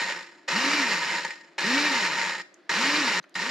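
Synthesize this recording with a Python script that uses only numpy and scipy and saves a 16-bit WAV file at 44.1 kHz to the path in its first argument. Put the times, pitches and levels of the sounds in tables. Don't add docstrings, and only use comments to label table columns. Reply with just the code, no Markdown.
import sys
import numpy as np
from scipy import signal
from scipy.fft import rfft, irfft
from scipy.io import wavfile
from scipy.ndimage import map_coordinates

SR = 44100
rng = np.random.default_rng(int(sys.argv[2]) if len(sys.argv) > 2 else 0)


def pcm_store(signal):
    levels = np.round(np.clip(np.atleast_2d(signal), -1, 1) * 32767)
    wavfile.write(sys.argv[1], SR, levels.astype(np.int16).T)


N = 154350
TOP_SPEED_HZ = 301.7

# frequency in Hz, relative level in dB.
CRACK_SPECTRUM = [(60, -1), (170, -18), (450, -15), (760, -13.5), (950, -4.5), (1150, -6), (1900, 3.5),
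                  (3200, -9.5), (5200, -13), (7200, -7), (8500, -30.5), (12000, -33.5), (14500, -51)]


def undb(db):
    return 10 ** (np.asarray(db) / 20)


def unit(x):
    return x / np.sqrt(np.mean(x ** 2))


def butter(x, order, hz, kind):
    return signal.sosfilt(signal.butter(order, hz, kind, fs=SR, output="sos"), x)


def colour(x, points):
    hz, db = np.array(points).T
    size = 2048
    bin_hz = np.arange(size // 2 + 1) * SR / size
    gain = undb(np.interp(np.log(bin_hz + 1), np.log(hz), db))
    cepstrum = irfft(np.log(gain))
    cepstrum[1:size // 2] *= 2
    cepstrum[size // 2 + 1:] = 0
    return signal.fftconvolve(x, irfft(np.exp(rfft(cepstrum))))[:len(x)]


def resonate(x, hz, width_hz):
    return signal.lfilter(*signal.iirpeak(hz, hz / width_hz, fs=SR), x)


def wander(rate_hz):
    return unit(np.interp(np.arange(N) * rate_hz / SR, np.arange(2048), rng.standard_normal(2048)))


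def impacts(per_s, spread_db):
    hit = rng.random(N) < per_s / SR
    size = undb(spread_db * np.minimum(rng.exponential(size=N), 4))
    return unit(hit * size * np.sign(rng.standard_normal(N)))


def fade(t, start_s, decay_s):
    return (t >= start_s) * np.exp(-np.maximum(t - start_s, 0) / decay_s)


def echoes(t, x, decay_s):
    tail = (rng.standard_normal(N) * np.exp(-t / decay_s))[:SR // 3]
    return signal.fftconvolve(x, tail / np.linalg.norm(tail))[:N]


def kitchen_hum():
    # frequency in Hz, relative level in dB.
    spectrum = [(30, -29), (90, -22), (150, -11.5), (250, -12.5), (340, 2.5), (450, -14), (600, -7.5),
                (900, -17), (1750, -13), (3000, -23.5), (4600, -25), (8000, -44), (14000, -57)]
    mid, side = (unit(colour(rng.standard_normal(N), spectrum)) for _ in range(2))
    return undb(-59) * (mid + undb(-9.5) * np.array([side, -side]))


def reflections(t, x):
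    # frequency in Hz, level against the direct sound in dB.
    counter_spectrum = [(100, -25), (280, -30.5), (500, -22), (1000, -16.5), (2000, -12), (4000, -9),
                        (8000, -8), (12000, -8)]
    left_lag_s = 12e-6
    side = colour(echoes(t, x, decay_s=.0042), counter_spectrum)
    left = map_coordinates(x + side, [(t - left_lag_s) * SR], mode="nearest")
    sent = butter(x, 2, 500, "high")
    room = np.array([echoes(t, sent, decay_s=.054) for _ in range(2)])
    return np.array([left, x - side]) + undb(-12) * room


def lid_ticks(t):
    # start in seconds, centre in Hz, width in Hz, level in dB, decay in seconds.
    ticks = [(2.542, 6030, 2030, -46, 0.002), (3.227, 6200, 404.8, -63, 0.0066),
             (3.229, 4200, 400, -56, 0.0077), (3.24, 1570, 1090, -47, 0.0083),
             (3.295, 6460, 3500, -54, 0.00062), (3.342, 4400, 2962, -48.5, .012)]
    sound = np.zeros(N)
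    for start_s, hz, width_hz, db, decay_s in ticks:
        band = resonate(rng.standard_normal(N), hz, width_hz)
        sound += undb(db) * fade(t, start_s, decay_s) * unit(resonate(band, hz, width_hz))
    return sound


def presses(t):
    # start in seconds, powered time in seconds, attack in seconds, end in seconds,
    # level in dB, extra flake level in dB, stretch factor on the time aloft.
    bursts = [(-.6, .3, .003, 0.58, -0.54, 0, 0.97), (.477, .305, 0.0073, 1.8, .5, 0, 0.98),
              (1.58, .305, 0.0036, 2.422, 0.37, -0.5, 1), (2.692, .305, 0.0029, 3.2, 1, -0.5, 1.03),
              (3.349, .3, 0.0056, 3.718, -3, -3.5, 0.57)]
    # time since the press in seconds before stretching, pod level in dB, flake level in dB.
    tumble = [(0, -3, -3), (.05, -3.5, -3), (.15, -2, 0), (.28, -3, 0), (.38, -1.5, -2.5), (.47, -.5, -3),
              (.53, -4.5, -7), (.62, -1.5, -6), (.73, -4.5, -9), (.81, -11, -17), (.9, -21, -27),
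              (1.0, -29, -42), (1.15, -44, -60)]
    spin_up_s, coast_s, friction_hz = .072, .38, 28.04
    speed_hz, motor_gain, pod_gain, flake_gain = np.zeros((4, N))
    tumble_s, pod_db, flake_db = np.array(tumble).T
    for start_s, held_s, attack_s, end_s, db, extra_db, stretch in bursts:
        age_s = np.maximum(t - start_s, 0)
        powered_hz = TOP_SPEED_HZ * (1 - np.exp(-np.minimum(age_s, held_s) / spin_up_s))
        coast = np.exp(-np.maximum(age_s - held_s, 0) / coast_s)
        burst_hz = np.maximum((powered_hz + friction_hz) * coast - friction_hz, 0)
        speed_hz = np.where(t >= start_s, burst_hz, speed_hz)
        gain = undb(db) * np.clip(age_s / attack_s, 0, 1) * (t < end_s)
        motor_gain += gain
        pod_gain += gain * undb(np.interp(age_s / stretch, tumble_s, pod_db))
        flake_gain += gain * undb(extra_db + np.interp(age_s / stretch, tumble_s, flake_db))
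    return speed_hz, motor_gain, pod_gain, flake_gain


def motor_whir(speed_hz, angle_rad):
    # multiple of the shaft speed, rms level at top speed in dB, exponent of level against speed.
    tones = [(1, -33.5, 2.9), (2, -48, 1.3), (7, -41.5, 1.55), (8, -34, 10)]
    sound = np.zeros(N)
    for multiple, db, exponent in tones:
        amplitude = np.sqrt(2) * undb(db) * (speed_hz / TOP_SPEED_HZ) ** exponent
        shake = 1 + .36 * wander(rate_hz=70)
        sound += amplitude * shake * np.sin(multiple * angle_rad)
    return sound


def lid_ring(t, x):
    treble = butter(x, 2, 3530, "high")
    return unit(x + undb(-4.5) * echoes(t, treble, decay_s=.012))


def cup_ring(blows):
    # frequency in Hz, width in Hz, gain in dB.
    modes = [(181, 27.5, -7.5), (358.5, 22, -8), (560, 96, -8.5), (930, 23, 4.5), (976, 42, -3.5),
             (1266, 27, -1.5), (1499, 35, -4), (1706, 36, 0.5), (1854, 40, 7), (2045, 40, 2),
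             (2375, 32, -11.5), (2975, 50, -7), (3535, 30, -8.5), (4047, 80, -9), (4500, 120, -13.5),
             (5087, 105, -9), (6240, 70, -15), (6860, 134, -12.5)]
    ring = sum(undb(db) * resonate(blows, hz, width_hz) for hz, width_hz, db in modes)
    return butter(ring, 6, 7950, "low")


def pod_knocks(t):
    # start in seconds, level in dB.
    knocks = [(0.486, -25), (0.683, -30), (1.248, -21.5), (1.306, -30.5), (1.581, -27.5), (1.965, -22),
              (2.06, -27), (2.352, -31), (2.693, -24), (3.354, -26.5), (0.122, -28)]
    grit = rng.standard_normal(N)
    crunch = grit * sum(undb(db) * fade(t, start_s, decay_s=.0053) for start_s, db in knocks)
    ring = cup_ring(crunch) / np.std(cup_ring(grit))
    crack = colour(crunch, CRACK_SPECTRUM) / np.std(colour(grit, CRACK_SPECTRUM))
    return ring + undb(-6.5) * crack


def chopping(t, speed_hz, angle_rad, pod_gain, flake_gain):
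    # frequency in Hz, relative level in dB.
    flake_spectrum = [(60, -17.5), (170, -9.5), (350, -2.5), (520, -4), (740, -7.5), (1000, -0.5),
                      (1400, 2), (2100, -1), (2850, -0.5), (3200, -7.5), (3800, -2.5), (5200, -6),
                      (7000, -17), (8500, -27.5), (12000, -33), (14500, -50)]
    bunching = 1 + .55 * np.cos(angle_rad)
    churn = undb(.68 * wander(rate_hz=60))
    pod_hits = impacts(per_s=2600 * bunching, spread_db=1.97)
    crack_db = -34.5 - 2.5 * (1 - speed_hz / TOP_SPEED_HZ) ** 2
    crack = undb(crack_db) * lid_ring(t, colour(pod_hits, CRACK_SPECTRUM))
    ring = undb(-29) * unit(cup_ring(pod_hits))
    flake_hits = impacts(per_s=8000 * bunching, spread_db=2)
    hiss = undb(-27) * lid_ring(t, colour(flake_hits, flake_spectrum))
    return churn * (pod_gain * (ring + crack) + flake_gain * hiss)


def scene():
    t = np.arange(N) / SR
    speed_hz, motor_gain, pod_gain, flake_gain = presses(t)
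    wobble = 1 + .012 * wander(rate_hz=40)
    angle_rad = 2 * np.pi * np.cumsum(speed_hz * wobble) / SR
    motor = motor_gain * motor_whir(speed_hz, angle_rad)
    chilies = chopping(t, speed_hz, angle_rad, pod_gain, flake_gain) + pod_knocks(t)
    grinder = reflections(t, motor + chilies)
    gate = (t < 3.199) | (t > 3.342)
    return grinder * gate + reflections(t, lid_ticks(t)) + kitchen_hum()


def record(dry):
    bass_cut_hz, bass_leak_db, top_cut_hz = 159.5, -23, 14300
    thin = butter(dry, 8, bass_cut_hz, "high") + undb(bass_leak_db) * dry
    return signal.sosfilt(signal.ellip(8, .2, 70, top_cut_hz, fs=SR, output="sos"), thin)


dry = scene()
out = record(dry)
pcm_store(out)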